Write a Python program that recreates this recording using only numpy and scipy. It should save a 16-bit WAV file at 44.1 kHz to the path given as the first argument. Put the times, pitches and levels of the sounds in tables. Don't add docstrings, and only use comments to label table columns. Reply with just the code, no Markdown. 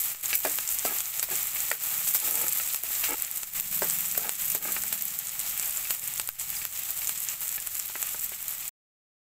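import sys
import numpy as np
from scipy import signal
from scipy.fft import rfft, irfft
from scipy.io import wavfile
from scipy.ndimage import uniform_filter1d

SR = 44100
rng = np.random.default_rng(int(sys.argv[2]) if len(sys.argv) > 2 else 0)


def waveform_to_disk(signal):
    frames = np.transpose(np.atleast_2d(signal))
    scaled = np.clip(frames, -1, 1) * 32767
    samples = np.round(scaled).astype(np.int16)
    wavfile.write(sys.argv[1], SR, samples)


def boost(x):
    u = np.asarray(x, float) / 20
    return 10 ** u


N = 412315
STOP_S = 8.693


def level(x, db):
    return x * boost(db) / np.sqrt(np.mean(x ** 2))


def band(x, hz, width):
    return signal.lfilter(*signal.iirpeak(min(hz, .45 * SR), hz / width, fs=SR), x)


def response(points, size=2048):
    hz, db = np.transpose(points)
    f = np.arange(size // 2 + 1) * SR / size
    log_gain = np.log(boost(np.interp(np.log(f + 1), np.log(hz), db)))
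    cepstrum = irfft(log_gain)
    cepstrum[1:size // 2] *= 2
    cepstrum[size // 2 + 1:] = 0
    return irfft(np.exp(rfft(cepstrum)))


def ring(modes, centre_hz, octaves, detune=.02, size=8192):
    hz, db, t60 = np.transpose(modes)[:, :, None]
    level_chance, pitch_chance = rng.standard_normal((2, len(modes), 1))
    db = db - 6 * (np.log2(hz / centre_hz) / octaves) ** 2 + 2.5 * level_chance
    t = np.arange(size) / SR
    sign = (-1) ** np.arange(len(modes))[:, None]
    tone = np.sin(2 * np.pi * hz * (1 + detune * pitch_chance) * t)
    decay = np.exp(-np.log(1000) * t / t60)
    return np.sum(sign * boost(db) * tone * decay, 0)


def curve(table, column):
    return np.interp(np.arange(N) / SR, np.array(table)[:, 0], np.array(table)[:, column])


def walk(rate):
    k = int(SR / rate)
    stairs = np.repeat(rng.standard_normal(N // k + 1), k)
    return 1.46 * uniform_filter1d(uniform_filter1d(stairs, k), k)[:N]


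def clicks(rate, spread_db, top_db):
    when, size, side = rng.random((3, N))
    size_db = np.minimum(-spread_db * np.log(1 - size), top_db)
    return (when < rate / SR) * boost(size_db) * np.sign(side - .5)


def add(out, s, sound, peak_db):
    i = int(s * SR)
    out[i:i + len(sound)] += (sound * boost(peak_db) / np.abs(sound).max())[:N - i]


# time in seconds, strength in dB.
FRYING_STRENGTH = [(0, -30), (.6, -29), (1.2, -29), (1.7, -30), (2.1, -26.5), (2.6, -29), (3.1, -29.5),
                   (3.35, -33.5), (3.7, -29.5), (4.2, -29), (4.8, -30), (5.2, -32), (5.6, -30.5),
                   (6.2, -31.5), (7, -31.5), (7.8, -32.5), (8.3, -33), (8.7, -33.5)]
# start in seconds, rise in dB (below zero it falls), settling time in seconds.
LEVEL_JUMPS = [(0, 2.5, 0.022), (.1, 1.5, .04), (.235, 1.5, .1), (0.291, 4.5, 0.066), (.435, 4, 0.046),
               (.675, 1, 0.064), (.85, 7.5, 0.027), (.992, 2.5, 0.056), (1.227, 8, 0.021),
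               (1.313, 5.5, 0.063), (1.554, 1, 0.053), (2.07, 3, 0.035), (2.145, 6, 0.027),
               (2.835, 0.5, 0.072), (3.035, 6.5, 0.042), (3.55, 4.5, 0.075), (3.819, 7.5, 0.028),
               (4.175, 8, 0.013), (4.55, 9, 0.013), (4.65, 1.5, 0.079), (4.928, 8.5, 0.023),
               (5.39, 3, 0.13), (5.896, 3.5, 0.09), (6.622, 2.5, 0.025), (6.886, 4, 0.025),
               (7.07, 1.5, 0.032), (7.2, -1, 0.024), (7.415, 6.5, 0.016), (7.665, 7, 0.014), (8.02, 0, .02),
               (8.52, 3, .05)]
# moment of springing back in seconds, length of the sag before it in seconds, depth in dB.
BRIEF_DIPS = [(0.224, 0.093, 13), (0.428, 0.07, 4.5), (0.679, 0.089, 4), (0.845, 0.049, 2),
              (1.13, 0.11, 5.5), (1.298, 0.091, 5.5), (1.804, 0.066, 6.5), (2.236, 0.075, 6),
              (2.825, 0.058, 7), (3.525, .092, 7), (3.702, 0.1, 5), (4.379, 0.055, 6), (4.611, 0.06, 9),
              (5.004, 0.059, 3), (5.384, 0.09, 0), (6.021, 0.07, 7.5), (6.27, 0.053, 5.5),
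              (6.381, 0.11, 10.5), (6.723, 0.091, 5), (6.953, 0.033, 4), (7.397, 0.11, 1.5),
              (8.447, .05, 1.5)]
FLUTTER_DB, FLUTTER_HZ = .7, 30
SAG_POWER, SPRING_S = 0.36, 0.0059


def background_db():
    t = np.arange(N) / SR
    db = curve(FRYING_STRENGTH, column=1) + FLUTTER_DB * walk(FLUTTER_HZ)
    for s, rise_db, settle in LEVEL_JUMPS:
        db = db + rise_db * (t >= s) * np.exp(-np.maximum(t - s, 0) / settle)
    for s, length, depth_db in BRIEF_DIPS:
        sag = np.clip(1 + (t - s) / length, 0, 1) ** SAG_POWER
        db = db - depth_db * sag * np.exp(-np.maximum(t - s, 0) / SPRING_S)
    return db


# frequency in Hz, relative level in dB per Hz.
SIZZLE_COLOUR = [(150, -51), (250, -17.5), (419, -19.5), (668, -11.5), (850, -9.5), (1050, -13),
                 (1240, -6.5), (1480, -10.5), (2230, -6.5), (4770, -12), (6070, -9.5), (7700, -0.5),
                 (9180, -8.5), (11500, -5.5), (13800, 1.5), (15400, -2.5)]


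def sizzle():
    crackle = level(clicks(200., 3.0, 12.), -6.5)
    for hz in (2500, 4620, 7500, 11000, 14500):
        bursts = clicks(330., 3.7, 14.3) * boost(2.6 * walk(35))
        energy = signal.lfilter([1], [1, -np.exp(-1 / (.004 * SR))], bursts ** 2)
        spray = energy ** .5 * rng.standard_normal(N)
        bubbles = band(bursts + boost(-22) * spray, hz, 0.7 * hz)
        crackle = crackle + level(bubbles, -6.5 + 2.8 * np.log2(hz / 7600))
    hiss = rng.standard_normal(N) * boost(1.5 * walk(40))
    both = level(crackle, -2.7) + level(hiss, -4.5)
    return level(signal.fftconvolve(both, response(SIZZLE_COLOUR))[:N], -0.87)


# multiple of the cycle rate, level in dB before it wavers.
ENGINE_ORDERS = [(2, -65), (4, -70), (5, -77.5), (6, -80.5), (7, -77.5), (8, -75.5), (9, -82), (10, -76),
                 (11, -77.5), (12, -77)]
# middle in seconds, half length in seconds, strength in dB, centre in Hz.
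BOOM_SWELLS = [(1.45, 0.34, -71.5, 146), (2.03, .12, -68, 146), (2.45, .15, -65.5, 144),
               (3.9, 0.43, -58, 170), (4.5, 0.094, -62, 155), (4.9, 0.37, -65, 174),
               (6.15, .25, -66.5, 128), (6.5, .2, -67.5, 125), (7.1, 0.36, -74.5, 139)]
CYCLE_HZ, CYCLE_WANDER = 19, .06
BOOM_FLOOR_DB = -77


def drone():
    t = np.arange(N) / SR
    hz = CYCLE_HZ * (1 + CYCLE_WANDER * walk(3))
    swells = sum(boost(db - 10 * ((t - s) / half) ** 2) for s, half, db, _ in BOOM_SWELLS)
    boom = boost(BOOM_FLOOR_DB) + swells
    boom_hz = curve(BOOM_SWELLS, column=3)
    turns, out = np.cumsum(hz) / SR, 0
    for k, db in ENGINE_ORDERS:
        lift = boom * boost(-4.9 * (np.log2(k * hz / boom_hz) / 0.31) ** 2)
        waver = boost(3.1 * walk(5.9)) * np.sin(2 * np.pi * (k * turns + .15 * walk(4)))
        out = out + (boost(db) + lift) * waver
    return out


# frequency in Hz, relative level in dB per Hz.
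RUMBLE_COLOUR = [(12, -35), (20, 7.5), (42, -4), (86, -5), (155, -5.5), (260, -16), (340, -51), (570, -120)]


def rumble():
    noise = signal.fftconvolve(rng.standard_normal(N), response(RUMBLE_COLOUR, size=16384))[:N]
    return level(noise, -62)


# start in seconds, peak of the click in dB, centre in Hz.
LOUD_POPS = [(0.0171, -9.5, 10200), (0.0491, -13, 13700), (0.4329, -18, 10900), (0.5279, -14, 8600),
             (0.5517, -19, 10400), (0.5867, -15, 7700), (0.7873, -7, 8100), (0.9851, -16, 9100),
             (1.005, -10, 7140), (1.1958, -8.5, 7300), (1.2281, -7, 12800), (1.4301, -11, 13600),
             (1.5493, -10, 13400), (1.7153, -7.5, 9100), (2.0778, -10, 8000), (2.1392, -7, 12300),
             (2.3097, -10.0, 12040), (2.3557, -9.5, 8200), (2.4166, -9, 10200), (2.5249, -7, 7900),
             (2.5332, -9, 13700), (2.7361, -8.5, 13500), (2.7453, -10, 7400), (3.001, -16, 13800),
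             (3.107, -11, 13400), (3.2222, -4.5, 12800), (3.3134, -10.5, 11800), (3.3607, -14, 10100),
             (3.3726, -11, 11000), (3.4329, -15.5, 8150), (3.5993, -6.5, 9800), (3.6081, -9.0, 14200),
             (3.7629, -12, 13100), (3.8451, -9, 13300), (3.8992, -8, 7760), (3.9866, -8, 13200),
             (4.007, -9, 12000), (4.1142, -12.0, 7900), (4.123, -11, 13100), (4.1781, -5, 12700),
             (4.2935, -5.5, 8900), (4.4463, -14.0, 11600), (4.455, -13.0, 13400), (4.5186, -8.5, 7500),
             (4.5257, -17, 13400), (4.5492, -7, 13100), (4.8364, -8, 8950), (4.881, -16, 11600),
             (4.9278, -6, 10600), (5.0227, -7.5, 12800), (5.0538, -10, 13100), (5.1888, -9, 13300),
             (5.3939, -8, 8700), (5.4019, -10, 9400), (5.5971, -8.0, 8200), (5.6759, -15, 11300),
             (5.7098, -14, 8000), (5.9075, -8.5, 7900), (5.9119, -14.0, 12600), (5.9488, -12, 11000),
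             (6.0762, -10, 8700), (6.1379, -22, 11100), (6.198, -9, 8400), (6.2749, -11, 9000),
             (6.2898, -8.5, 13500), (6.3975, -14, 7700), (6.5027, -9, 12600), (6.6523, -8.5, 12800),
             (6.9055, -12, 13600), (7.0727, -9, 7400), (7.0781, -14.0, 7900), (7.0936, -7.5, 9100),
             (7.2033, -11, 10700), (7.48, -12, 10900), (7.6724, -9, 9600), (7.7761, -21, 12500),
             (7.7979, -11.5, 7150), (7.8581, -13, 13900), (8.0278, -8.5, 7100), (8.4921, -15.5, 12900)]
LESSER_POPS = 160
LESSER_DB, LESSER_SCATTER_DB, LESSER_HZ = 16, 4, (6400, 14200)


def pops(frying_db):
    out, t = np.zeros(N), np.arange(1024) / SR
    colour = response(SIZZLE_COLOUR)[:1024]
    thud = band(colour, 2500, 5000)
    when, size, pitch = rng.random((LESSER_POPS, 3)).T
    base_db = np.minimum(frying_db, curve(FRYING_STRENGTH, column=1))
    base_db = base_db[(when * STOP_S * SR).astype(int)]
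    lesser_db = base_db + LESSER_DB + LESSER_SCATTER_DB * (2 * size - 1)
    lesser = np.transpose([when * STOP_S, lesser_db, np.interp(pitch, (0, 1), LESSER_HZ)])
    for s, db, hz in np.vstack([LOUD_POPS, lesser]):
        fade = np.exp(-t / 0.00076) + boost(-12) * np.exp(-t / 0.0051)
        burst = (t == 0) + boost(-16.5) * rng.standard_normal(1024) * fade
        add(out, s, band(np.convolve(burst, colour)[:1024], hz, 0.37 * hz), db)
        add(out, s, thud, db - 20.5)
    return out


# frequency in Hz, relative level in dB, time to fall by 60 dB in seconds.
PAN_MODES = [(216, -16.5, 0.92), (283, -13, 0.26), (342, -4.5, 0.05), (400.5, -4.5, 0.069), (467, -6, 0.11),
             (605, 0, 0.028), (707, -1, 0.042), (860, 2.5, 0.043), (1150, -12, 0.11), (1270, 1, 0.057),
             (1572, 3, 0.033), (1700, 0, 0.048), (1976, -6, 0.042), (2270, 10, 0.017), (2420, -2, 0.03),
             (2611, 1.5, 0.045)]
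# start in seconds, peak of the step in
# dB.
OIL_SNAPS = [(0.148, -21), (0.5869, -8), (1.0056, -19), (1.195, -17), (2.746, -13), (3.4328, -17),
             (3.898, -19), (4.2935, -9.5), (4.5185, -30), (4.926, -12.5), (5.5972, -15), (5.907, -8),
             (6.1983, -7.5), (6.2893, -13), (6.6522, -14.5), (7.0938, -12.5), (7.673, -19),
             (7.7977, -23.5), (8.0276, -13.5)]
# start in seconds, peak in dB.
LOW_THUMPS = [(0.1496, -55), (3.434, -58), (6.290, -48)]


def snaps():
    out, t = np.zeros(N), np.arange(2048) / SR
    step = band(1. * (t == 0), 1720, 3990)
    for s, db in OIL_SNAPS:
        add(out, s, step, db)
        add(out, s, ring(PAN_MODES, 2000, 1.115), db - 20.5)
    for s, db in LOW_THUMPS:
        add(out, s, np.exp(-np.arange(8192) / SR / 0.06), db)
    return out


# frequency in Hz, relative level in dB, time to fall by 60 dB in seconds.
LADLE_MODES = [(3440, -5.5, .04), (3600, -0.5, 0.063), (3870, -1, .05), (4800, 3.5, 0.05), (5340, 0, 0.099),
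               (5960, 6, 0.066), (7630, -2, .04), (9930, 8, .09), (13500, -4, .1)]
# start in seconds, strength in dB, pan centre in Hz, steel ring against the strength in dB.
LADLE_KNOCKS = [(0.3299, -12, 2270, -6), (0.4505, -12, 790, -16), (0.4611, -18, 678, -12.5),
                (0.8512, -16, 570, -6), (1.2278, -21, 1480, 0), (1.287, -28.5, 820, -14),
                (1.5604, -24, 2250, -9), (1.7146, -10.5, 1400, -18), (2.014, -31.5, 1550, -17.5),
                (2.15, -21, 1240, -3), (2.466, -23.5, 1500, -16), (2.5992, -19.5, 1820, -23),
                (2.8375, -33.5, 673, -16), (2.904, -31.5, 903, -17.5), (3.0399, -14, 2600, -7.5),
                (3.8209, -11.5, 766, -15.5), (4.1509, -22, 1700, -22), (4.1765, -23, 650, -17),
                (4.5492, -23, 694, -12), (4.7653, -16, 1632, -14), (4.8368, -26, 1270, -5),
                (5.8526, -24, 3300, -8), (6.5664, -32, 4500, 9), (6.6162, -25, 2420, -5),
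                (7.0183, -24.5, 2570, -13), (7.29, -25.5, 2232, -16), (7.5795, -24.5, 2170, -14),
                (7.898, -31, 1000, -15), (7.955, -19, 1160, -20), (8.1458, -25.5, 897, -17),
                (8.3195, -30.5, 710, -14)]
LADLE_HZ = 4900
RATTLE_S, RATTLE_DOUBLES_DB = .011, 13
BOWL_ECHO_S, BOWL_ECHO = .00045, 0.51


def knocks():
    out, t = np.zeros(N), np.arange(4096) / SR
    for s, db, pan_hz, steel_db in LADLE_KNOCKS:
        rattle = RATTLE_S * 2 ** ((db + 21) / RATTLE_DOUBLES_DB)
        bounces = rng.standard_normal(4096) * (rng.random(4096) < .025)
        blow = (t == 0) + boost(-13) * bounces * np.exp(-t / rattle)
        pan = signal.fftconvolve(blow, ring(PAN_MODES, pan_hz, 1.22))
        clack = band(band(blow, pan_hz, 1.0 * pan_hz), pan_hz, 1.5 * pan_hz)
        steel = signal.fftconvolve(blow, ring(LADLE_MODES, LADLE_HZ, 1.0, detune=0.0099))
        add(out, s, pan, db - 9.5)
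        add(out, s, clack, db - 1.5)
        add(out, s, steel, db + steel_db - 3)
    return out + BOWL_ECHO * np.roll(out, int(BOWL_ECHO_S * SR))


# start in seconds, firmest moment in seconds, end in seconds,
# level of the low ring when firmest in dB, bare edge (high ring against the low one) in dB.
LADLE_SCRAPES = [(0.462, 0.477, 0.53, -52, 0), (0.852, 0.87, 0.972, -43.5, -4),
                 (1.3, 1.307, 1.362, -43.5, -5), (2.205, 2.348, 2.51, -43, -10.5),
                 (3.08, 3.116, 3.155, -40.5, 4), (4.165, 4.25, 4.32, -45.5, -8),
                 (4.588, 4.675, 4.75, -44, -10)]
LIFT_OFF_DB = -16.5


def scrape():
    slips = clicks(450., 4.1, 15.) * boost(2.5 * walk(45))
    t, out = np.arange(N) / SR, np.zeros(N)
    for start, firmest, end, db, edge_db in LADLE_SCRAPES:
        on = (t > start) & (t < end)
        slack = np.interp(t[on], (start, firmest, end), (1, 0, 1)) ** 3
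        low, high = (level(signal.fftconvolve(slips[on], ring(PAN_MODES, hz, 2.14))[:on.sum()], 0)
                     for hz in (400, 1700))
        out[on] = boost(db + LIFT_OFF_DB * slack) * (low + boost(edge_db) * high)
    return out


BRISK_DB, DULL_HZ, DULL_SHARE = -30.5, 9000, .45


def scene():
    steps = background_db()
    quick_moves = steps - uniform_filter1d(steps, size=SR)
    low = (drone() + rumble()) * boost(0.81 * quick_moves)
    no_bass = signal.butter(2, 200, "high", fs=SR, output="sos")
    ladle = signal.sosfilt(no_bass, knocks() + scrape())
    fry = sizzle()
    top = signal.sosfilt(signal.butter(1, DULL_HZ, "high", fs=SR, output="sos"), fry)
    top_gain = boost(DULL_SHARE * (curve(FRYING_STRENGTH, column=1) - BRISK_DB))
    fry = fry + top * (top_gain - 1)
    mix = fry * boost(steps) + pops(steps) + snaps() + ladle + low
    return (mix * (np.arange(N) < STOP_S * SR))[None]


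def roll_off(x):
    return signal.sosfilt(signal.butter(12, 16640, fs=SR, output="sos"), x)


def record(dry):
    cut = signal.sosfilt(signal.ellip(10, .2, 60, 15600, fs=SR, output="sos"), dry)
    return roll_off(cut)


dry = scene()
out = record(dry)
waveform_to_disk(out)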